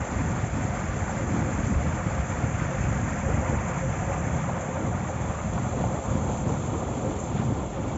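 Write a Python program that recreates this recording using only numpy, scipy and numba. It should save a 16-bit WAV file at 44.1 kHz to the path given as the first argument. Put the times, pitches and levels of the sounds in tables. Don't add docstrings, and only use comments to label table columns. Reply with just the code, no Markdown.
import sys
import numpy as np
from scipy import signal
from scipy.fft import rfft, irfft, next_fast_len
from scipy.io import wavfile
from scipy.ndimage import uniform_filter1d
from numba import njit

SR = 44100
rng = np.random.default_rng(int(sys.argv[2]) if len(sys.argv) > 2 else 0)


def dump_mix(stems):
    frames = np.atleast_2d(stems).T
    limited = np.clip(frames, -1, 1)
    pcm = np.round(limited * 32767).astype(np.int16)
    wavfile.write(sys.argv[1], SR, pcm)


def boost_factor(decibels):
    exponent = np.asarray(decibels, float) / 20
    return 10 ** exponent


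N = 351477

# t/s, turn/0-1
PHONE_TURN = [(0, 0.01), (.4, 0.11), (.9, 0.07), (1.9, 0.09), (2.7, 0), (3.6, 0.03), (4.4, 0.23), (5, 0.37),
              (5.6, 0.56), (6.1, 0.75), (6.7, 0.83), (7.3, 0.99), (7.97, 1)]

# t/s, level/dB
GATE_FLOW = [(0, 1), (0.5, -1.5), (1.2, 0.5), (2, 0.7), (3.1, -1.5), (3.4, 3.5), (3.9, 0.9), (4.6, 2.2),
             (5.5, 0), (5.85, 3), (6.4, 0.5), (6.9, 1.5), (7.4, -1), (7.97, -0.7)]
# t/s, level/dB
SLOSHES = [(0.47, -12), (0.71, 2), (0.86, -10), (1.46, 4.1), (1.64, -6), (1.8, 1.5), (1.94, -1), (2.09, -3),
           (2.57, -16), (2.74, 7), (3.1, -7), (3.28, 5), (3.65, -5), (3.86, 5.5), (4.43, -8), (4.67, -2.5),
           (5.01, -16), (5.18, 1.5), (5.62, -16), (5.98, -10), (6.2, 1.5), (7.06, 7), (7.23, -2), (7.53, 5),
           (7.67, -5), (7.77, 6)]
# t/s, level/dB
HEAVES = [(0.3, 1), (0.76, 3), (0.94, -3), (1.09, 2.5), (1.28, -1), (1.65, -2), (3.04, 2.5), (3.84, -2.8),
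          (4.12, 2.5), (4.35, -0.5), (4.57, 1.5), (5.82, -2), (6.3, 2.8), (6.41, -0.8), (6.52, 2.5),
          (6.63, -2.5), (6.82, -0.5), (7.13, -1), (7.45, 1.5), (7.73, -2)]
# t/s, level/dB
SLAPS = [(.1, -2.5), (.5, -2), (.78, 1), (1.5, 0.5), (1.77, -3), (2.0, 1.5), (2.3, 0.5), (2.61, 2.5),
         (2.85, 1.5), (3.1, 1.5), (3.27, -1), (4.24, 1.5), (4.79, 0), (4.89, -3), (5.36, 0), (5.58, -0.5),
         (5.81, 1.5), (6.11, 0), (6.41, -0.5), (6.62, 0.5), (6.71, -1), (7.29, 0), (7.39, 5.5), (7.65, -1),
         (7.88, 2.5)]
# f/Hz, level/dB per Hz
ROAR_COLOUR = [(380, -12), (470, -5.5), (560, 1), (700, 1.5), (900, -1), (1050, -3.5), (1400, -9.5),
               (2000, -44)]
# f/Hz, level/dB per Hz
HOLLOW_COLOUR = [(465, -30), (504, -5), (523, 0), (543, -5), (585, -30)]
# f/Hz, level/dB per Hz
UPPER_HOLLOW_COLOUR = [(680, -30), (710, -5), (724, 0), (740, -5), (775, -30)]
# f/Hz, level/dB per Hz
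SPLASH_COLOUR = [(800, -20), (1100, -2), (1300, 0.5), (1800, -1.5), (2300, -5), (2700, -12.5), (2800, -15),
                 (3600, -28)]
# f/Hz, level/dB per Hz
SPRAY_COLOUR = [(1500, -21), (2200, 7), (3000, 2.5), (3300, 4.5), (3540, 6.5), (3565, .5), (4800, -1.5),
                (5800, 0.5), (6200, -12.5)]
# t/s, centre f/Hz, depth/0-1
HAND_SHADE = [
    (0, 3950, 0),
    (2, 3930, 0.1),
    (3.5, 4080, .4),
    (4.7, 4690, 0.5),
    (5.7, 5280, 0.4),
    (6.5, 5270, 0.5),
    (7.97, 5060, 0.5),
]
# t/s, peak level/dB, f/Hz
GULPS = [(0.13, -28, 650), (0.961, -23, 520), (1.891, -21.5, 776), (1.994, -30.5, 670), (2.107, -20, 735),
         (2.459, -26, 550), (2.923, -22, 715), (3.288, -18.5, 540), (3.524, -16, 513), (3.686, -23, 720),
         (4.096, -14.5, 594), (4.385, -24, 616), (4.489, -16, 940), (4.697, -22, 576), (5.088, -19, 583),
         (5.3, -21, 725), (5.388, -18, 860), (5.578, -17, 870), (5.639, -37.5, 660), (5.733, -21, 577),
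         (5.8, -18, 543), (5.838, -14, 595), (5.943, -19, 610), (5.985, -23.5, 534), (6.291, -19.5, 570),
         (6.493, -15.5, 560), (6.738, -19, 630), (6.825, -19, 627), (7.045, -26, 520), (7.63, -24, 700),
         (7.78, -25, 560), (7.9, -21, 640)]
# delay t/s, signed gain/1
ECHOES = [(.00342, .1), (.00459, -.12), (.00576, .06), (.00634, -.06), (.00765, .09), (.00962, .12)]

# centre f/Hz, level/dB, response/dB per breeze dB, change at full turn/dB
WIND_LAYERS = [
    (65, -34, 1.06, -4),
    (124, -30, 0.65, -0.86),
    (256, -39, 1.47, 3.5),
    (385, -45, 0.66, 4.5),
]
# t/s, level/dB
BREEZE = [(0, 0.0), (0.9, -1.5), (1.15, -0.5), (1.5, 6), (2.1, -2.6), (2.6, 0), (3.35, 1), (3.75, -1.5),
          (4.2, -1), (4.7, -3.5), (5.3, -1.7), (6.2, 1.0), (7.2, -1.5), (7.5, -1), (7.97, -0.4)]
# t/s, level/dB, eddy f/Hz, length t/s
GUSTS = [(0.18, 4, 60, 0.04), (0.22, 4.5, 320, 0.034), (0.59, 9, 210, 0.038), (0.75, 7, 170, 0.021),
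         (1.002, 3.5, 60, 0.061), (1.34, 2, 320, 0.08), (1.385, 7.5, 90, 0.037), (1.77, 6, 60, 0.027),
         (2.073, 6, 110, 0.027), (2.193, 5, 60, 0.04), (2.44, 8, 209, 0.026), (2.58, 1.5, 135, 0.059),
         (2.747, 0.5, 200, 0.051), (0.036, 2.5, 150, 0.044), (2.85, 6.5, 75, 0.047),
         (3.305, 5.5, 60, 0.042), (3.53, 7.5, 400, 0.032), (3.805, 3, 110, 0.066), (4.01, 2.5, 60, 0.084),
         (4.34, 3, 135, 0.14), (4.817, 7.5, 260, 0.09), (4.97, 6.5, 110, 0.057), (5.275, 7.5, 60, 0.048),
         (5.863, 3.5, 135, 0.098), (6.13, 8, 90, 0.035), (6.51, 6.5, 170, 0.024), (7.008, 5.5, 318, 0.092),
         (7.494, 8.5, 170, 0.04), (7.58, 3, 60, 0.055), (0.13, 6, 200, 0.046), (0.95, 4, 140, 0.073),
         (1.32, 1, 400, .05), (3.19, 4.5, 200, .05), (3.344, 2, 200, .04), (3.532, 6, 60, 0.038),
         (4.02, 3, 290, .05), (4.3, 2, 290, 0.041), (5.333, 2, 290, 0.033), (5.52, 4, 60, .05),
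         (5.777, 2, 290, .05), (6.74, 5, 400, .05), (7.163, 5, 400, 0.037), (7.25, 4, 62, .05),
         (7.34, 4.5, 200, .05), (7.87, 2, 60, 0.052)]
# t/s, level/dB, eddy f/Hz,
# length t/s
LULLS = [(0.06, -10, 136, 0.023), (0.77, 0, 60, 0.04), (0.91, -6.5, 135, 0.044), (1.32, -5.5, 76, 0.16),
         (1.492, -7.5, 60, 0.026), (1.635, -1.5, 323, 0.034), (2.003, -1.5, 60, 0.04),
         (2.23, -0.5, 206, 0.06), (2.288, -5, 60, 0.043), (2.71, -6.5, 208, 0.022), (3.104, -1, 400, 0.04),
         (3.114, -4, 110, 0.033), (3.647, -2, 320, 0.036), (3.725, -6, 60, 0.036), (3.94, -4, 260, 0.047),
         (4.275, 3, 59.6, 0.04), (4.437, -11, 260, 0.023), (4.7, -3, 75, 0.16), (5.09, -6.5, 90, 0.04),
         (5.596, -4.5, 400, 0.055), (6.012, -10.5, 133, 0.033), (6.037, -5, 320, 0.027),
         (6.257, 4, 60, 0.037), (6.39, -3, 400, 0.038), (6.68, -4, 210, 0.096), (6.83, -2, 60, 0.04),
         (7.0, -6, 60, 0.033), (7.43, 1, 59.6, 0.04), (7.675, -4, 170, 0.079), (0.11, -6, 95, 0.046),
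         (1.46, -2, 200, .06), (2.05, -1, 290, 0.045), (2.9, -1.5, 290, 0.044), (3.224, -2, 95, .04),
         (5.1, -1, 290, .04), (5.67, -3, 200, 0.038), (6.205, -1.5, 200, 0.043), (7.08, -1.5, 290, 0.041),
         (7.49, -2, 100, .04), (7.85, 0, 290, 0.054)]
# f/Hz, level/dB per Hz
BUFFET_COLOUR = [(15, -47), (22, -37.5), (33, -22.5), (52, -3.5), (75, 1), (95, -6.5), (130, -26.5)]
# f/Hz, level/dB per Hz
RUMBLE_COLOUR = [(55, -29), (80, -1), (100, 0.5), (129, 1), (200, -4), (260, -13.5), (340, -28)]
# f/Hz, level/dB per Hz
FLUTTER_COLOUR = [(150, -14.5), (215, 5.5), (260, 1), (320, 0.5), (400, -27)]
# f/Hz, level/dB per Hz
WHIR_COLOUR = [(270, -24), (335, -2.5), (400, -4.5), (460, -3), (560, -30)]
# t/s, peak level/dB, f/Hz
THUMPS = [(0.168, -17, 81), (0.44, -14.5, 110), (0.581, -20.5, 217), (0.653, -17.5, 110), (0.75, -21, 140),
          (0.894, -20, 78), (1.021, -17, 89), (1.376, -18.1, 94), (1.643, -13.5, 92), (1.769, -13.5, 65),
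          (2.068, -15.5, 133), (2.2, -16.5, 74.5), (2.445, -13, 118), (2.549, -16, 96.5),
          (2.622, -14.5, 135), (2.789, -15.5, 86.4), (2.842, -15.5, 120), (2.918, -20, 110),
          (3.032, -17, 116), (3.348, -12, 95), (3.5, -14, 119), (3.814, -18.5, 105), (3.978, -19, 123),
          (4.273, -15.5, 113), (4.536, -18, 95), (4.69, -18.5, 173), (4.952, -16, 97), (5.004, -20.7, 110),
          (5.163, -21.8, 118), (5.247, -21.5, 124), (5.601, -20, 128), (5.731, -18, 96), (5.865, -15, 104),
          (6.088, -17, 94), (6.157, -12.5, 111), (6.256, -16, 139), (6.47, -16, 136), (6.523, -14.5, 111),
          (6.692, -18, 124), (6.87, -19, 102), (7.121, -20, 83), (7.24, -19, 167), (7.399, -15, 140),
          (7.526, -13.5, 129), (7.805, -20.5, 125), (7.894, -21, 118)]

# t/s, level/dB
CHORUS_LEVEL = [(0, -49.9), (1, -50), (1.6, -49.5), (2, -51), (3.3, -49.5), (4.4, -49.5), (4.9, -51.5),
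                (5.6, -49.5), (6.4, -48), (6.8, -49.5), (7.25, -49.1), (7.6, -52.5), (7.97, -51.5)]
# t/s, level/dB
UNISON = [(0.5, -3.5), (0.71, -2.2), (0.92, -3.5), (0.99, 2.0), (1.11, 1.5), (1.67, 4), (1.77, -3),
          (2.3, 3.5), (3.09, 2), (4.53, -3), (4.61, 3.5), (5.1, 3), (5.19, -3.5), (6.38, 2), (6.46, -3.5),
          (6.65, 2), (6.74, -1), (7.15, -1), (7.21, 5), (7.79, -4)]
# f/Hz, level/dB per Hz
SHRILL_COLOUR = [(5810, -40), (5865, -8.5), (6400, -5), (7000, -2), (7450, 0), (7535, -2), (7580, -30),
                 (7660, -60)]
# f/Hz, level/dB per Hz
FAINT_HISS_COLOUR = [(11000, -30), (11050, -5), (11700, -5), (11750, 0), (15450, 0), (15500, -4), (15740, -4),
                     (15760, -30)]

ROAR_DB, RING_DB, UPPER_RING_DB, SPLASH_DB, SPRAY_DB = -37.5, -56, -55.5, -39.5, -54
UPPER_RING_TURN_DB, SPLASH_TURN_DB, SPRAY_TURN_DB = -9, -11, 1.5
SLOSH_S, HEAVE_S, SLAP_S, UNISON_S = 0.026, 0.04, 0.024, 0.013
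EDDY_OCTAVES = 0.54
CLEAR_DB, CLEAR_S = -5, 0.014
THUMP_CYCLES, THUMP_DB, SNAP = 0.56, -3.5, 0.3
LOW_SINGERS_DB, LOW_TURN_DB = 0, -5.5


def water():
    (flow,), (turn,), (chorus_db,) = columns(GATE_FLOW), columns(PHONE_TURN), columns(CHORUS_LEVEL)
    slosh, heave, slap = swells(SLOSHES, SLOSH_S), swells(HEAVES, HEAVE_S), swells(SLAPS, SLAP_S)
    far = chorus_db - CHORUS_LEVEL[0][1]
    surge = walk(18)

    large = bubbles(303.2, 1983.0, cycles=31.7, spread_db=1.5, noise_db=-2.5, count=9000)
    roar = colour(large * boost_factor(1.0 * surge + 0.28 * walk(30)), ROAR_COLOUR)
    roar = even(roar, span_s=0.079, share=0.64)
    hollow = even(colour(large, HOLLOW_COLOUR), span_s=0.14, share=0.67)
    upper_hollow = even(colour(large, UPPER_HOLLOW_COLOUR), span_s=0.15, share=0.6)

    small = bubbles(805.5, 3538.0, cycles=39.0, spread_db=2.5, noise_db=-1.5, count=16000)
    splash = colour(small * boost_factor(1.2 * surge + 0.19 * walk(14)), SPLASH_COLOUR)
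    splash = even(splash, span_s=0.083, share=1.0)

    fizz = bubbles(1560.0, 5870.0, cycles=12.0, spread_db=1.5, noise_db=-3.0, count=24000)
    spray = colour(fizz * boost_factor(0.59 * surge + 0.7 * walk(30)), SPRAY_COLOUR)
    spray = even(shade(spray, width_hz=1100), span_s=0.11, share=0.49)

    roar_db = ROAR_DB + 0.72 * flow + 0.082 * slosh + 0.82 * heave
    ring_db = RING_DB + 2.9 * flow + 2.2 * slosh
    upper_db = UPPER_RING_DB + UPPER_RING_TURN_DB * turn + heave
    splash_db = SPLASH_DB + SPLASH_TURN_DB * turn + 0.19 * flow + 0.11 * heave + slap
    spray_db = SPRAY_DB + SPRAY_TURN_DB * turn - 0.2 * flow + 0.4 * far + 0.44 * slap
    deep = level(roar, roar_db) + level(hollow, ring_db) + level(upper_hollow, upper_db)
    return deep + level(splash, splash_db) + level(spray, spray_db)


def bubbles(lo_hz, hi_hz, cycles, spread_db, noise_db, count):
    when, pitch, length, strength = rng.random((count, 4)).T
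    hz = lo_hz * (hi_hz / lo_hz) ** pitch
    size = hz * boost_factor(-spread_db * np.log(1 - 0.995 * strength))
    swarm = ring((when * N).astype(np.int64), hz, cycles * (0.5 + length), 0.078, size)
    share = (hi_hz - lo_hz) / (SR / 2)
    return level(swarm, 0) + level(noise(), noise_db) / np.sqrt(share)


@njit
def ring(at, hz, cycles, glide, size):
    out = np.zeros(N + 4096)
    for k in range(len(at)):
        span = min(int(cycles[k] * SR / hz[k]), 4000)
        step = 2 * np.pi * hz[k] / SR
        wave = size[k] + 0j
        spin = np.exp(1j * step - 5. / span)
        rise = np.exp(1j * step * glide / span)
        for i in range(span):
            wave *= spin
            spin *= rise
            out[at[k] + i] += wave.imag
    return out[:N]


def gulps():
    s, db, hz = np.repeat(np.transpose(GULPS), 8, axis=1)
    late, detune = rng.random((len(s), 2)).T
    at = ((s + 0.015 * late ** 1.806) * SR).astype(np.int64)
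    pitch = hz * (0.828 + 0.84 * detune ** 2)
    return ring(at, pitch, np.full(len(s), 15.), 0.11, boost_factor(db - 12.0))


def mirrored(x):
    late = sum(gain * np.roll(x, int(s * SR)) for s, gain in ECHOES)
    return x + signal.sosfiltfilt(signal.butter(2, 1350, fs=SR, output="sos"), late)


def shade(x, width_hz):
    hz, depth = columns(HAND_SHADE)
    shift = np.exp(2j * np.pi * np.cumsum(hz) / SR)
    low_pass = signal.butter(1, width_hz, fs=SR, output="sos")
    band = signal.sosfiltfilt(low_pass, x * shift.conj()) * shift
    return x - np.clip(depth, 0, 1) * 2 * band.real


def wind():
    buffet_db, rumble_db, flutter_db, whir_db = gusting()
    clear = bumps(np.transpose(THUMPS)[0], CLEAR_DB, CLEAR_S)
    eddies = walk(12)
    flutter_shake = boost_factor(1.9 * eddies + 1.8 * walk(40))
    whir_shake = boost_factor(0.33 * eddies + 1.3 * walk(25))

    buffet = even(colour(noise(), BUFFET_COLOUR), span_s=0.074, share=0.75)
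    rumble = even(colour(noise() * boost_factor(1.2 * eddies), RUMBLE_COLOUR), span_s=0.11, share=0.87)
    flutter = even(colour(noise() * flutter_shake, FLUTTER_COLOUR), span_s=0.091, share=0.82)
    whir = even(colour(noise() * whir_shake, WHIR_COLOUR), span_s=0.063, share=0.36)

    lurch = even(eddies, span_s=0.6, share=0.9) * 0.11 + walk(7)
    buffet = level(buffet, buffet_db + 0.68 * clear + 0.36 * lurch)
    rumble = level(rumble, rumble_db + clear + 1.2 * lurch)
    flutter = level(flutter, flutter_db + 0.44 * clear + 1.5 * lurch)
    return buffet + rumble + flutter + level(whir, whir_db + 0.68 * lurch)


def gusting():
    (breeze,), (turn,) = columns(BREEZE), columns(PHONE_TURN)
    s, db, hz, length = np.concatenate([GUSTS, LULLS]).T
    levels = []
    for centre, base, response, swing in WIND_LAYERS:
        reach = np.exp(-0.5 * (np.log2(hz / centre) / EDDY_OCTAVES) ** 2)
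        levels.append(base + response * breeze + swing * turn + bumps(s, db * reach, length))
    return levels


def thumps():
    s, db, hz = np.transpose(THUMPS)[:, :, None]
    k = np.arange(-2000, 2000)
    turns = k / SR * hz
    swell = boost_factor(db + THUMP_DB) * np.exp(-0.5 * (turns / THUMP_CYCLES) ** 2)
    push = swell * np.cos(2 * np.pi * (turns + rng.random(s.shape)))
    crest = SNAP * boost_factor(db) * np.exp(-0.5 * (3 * turns) ** 2) * np.sin(4.4 * np.pi * turns)
    out = np.zeros(N)
    np.add.at(out, (s * SR).astype(int) + k, push + crest)
    return out


def chorus():
    (high_db,), (turn,) = columns(CHORUS_LEVEL), columns(PHONE_TURN)
    common = 0.32 * walk(35) + 1.1 * walk(90)
    low = colour(noise() * boost_factor(common + 0.25 * walk(22)), SHRILL_COLOUR)
    high = colour(noise() * boost_factor(common + 0.25 * walk(22)), SHRILL_COLOUR)
    low = signal.sosfiltfilt(signal.butter(2, 6800, fs=SR, output="sos"), low)
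    high = signal.sosfiltfilt(signal.butter(2, 6800, "high", fs=SR, output="sos"), high)
    throb = walk(13)
    high_db = high_db + swells(UNISON, UNISON_S)
    low_db = high_db + LOW_SINGERS_DB + LOW_TURN_DB * turn + 0.12 * throb
    high = level(even(high, span_s=0.078, share=1.0), high_db + 0.33 * throb)
    return high + level(even(low, span_s=0.17, share=0.8), low_db)


def noise():
    return rng.standard_normal(N)


def level(x, db):
    return x * boost_factor(db) / np.sqrt(np.mean(x ** 2))


def columns(table):
    s, *rest = np.transpose(table)
    return [np.interp(np.arange(N) / SR, s, column) for column in rest]


def colour(x, points):
    size = next_fast_len(N)
    hz, db = np.transpose(points)
    axis = np.log(np.arange(1, size // 2 + 2) * SR / size)
    gain = boost_factor(np.interp(axis, np.log(hz), db, left=-99, right=-99))
    return irfft(rfft(x, size) * gain, size)[:N]


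def walk(rate):
    k = int(SR / rate)
    steps = rng.standard_normal(4000)[np.arange(N) // k % 4000]
    smooth = uniform_filter1d(uniform_filter1d(steps, k), k)
    smooth = smooth - uniform_filter1d(smooth, SR // 3)
    return smooth / smooth.std()


def even(x, span_s, share):
    k = int(span_s * SR)
    power = uniform_filter1d(uniform_filter1d(x ** 2, k), k)
    return x / (power + 1e-18) ** (np.clip(share, 0, 1) / 2)


def bumps(s, db, length_s):
    t = np.arange(0, N + 64, 64) / SR
    coarse = (db * np.exp(-0.5 * ((t[:, None] - s) / length_s) ** 2)).sum(axis=1)
    return np.interp(np.arange(N) / SR, t, coarse)


def swells(table, length_s):
    s, db = np.transpose(table)
    return bumps(s, db, length_s)


def scene():
    return (mirrored(water()) + gulps() + wind() + thumps() + chorus())[None]


def top_cut(x):
    return signal.sosfilt(signal.butter(12, 15800, fs=SR, output="sos"), x)


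def record(dry):
    steep = signal.ellip(10, 0.05, 50, 7680, fs=SR, output="sos")
    cut = signal.sosfiltfilt(steep, dry)
    fade_in = np.clip(0.25 + np.arange(N) / (0.01 * SR), 0, 1)
    hiss = level(colour(noise(), FAINT_HISS_COLOUR), -103)
    return top_cut(cut * fade_in + hiss)


dry = scene()
out = record(dry)
dump_mix(out)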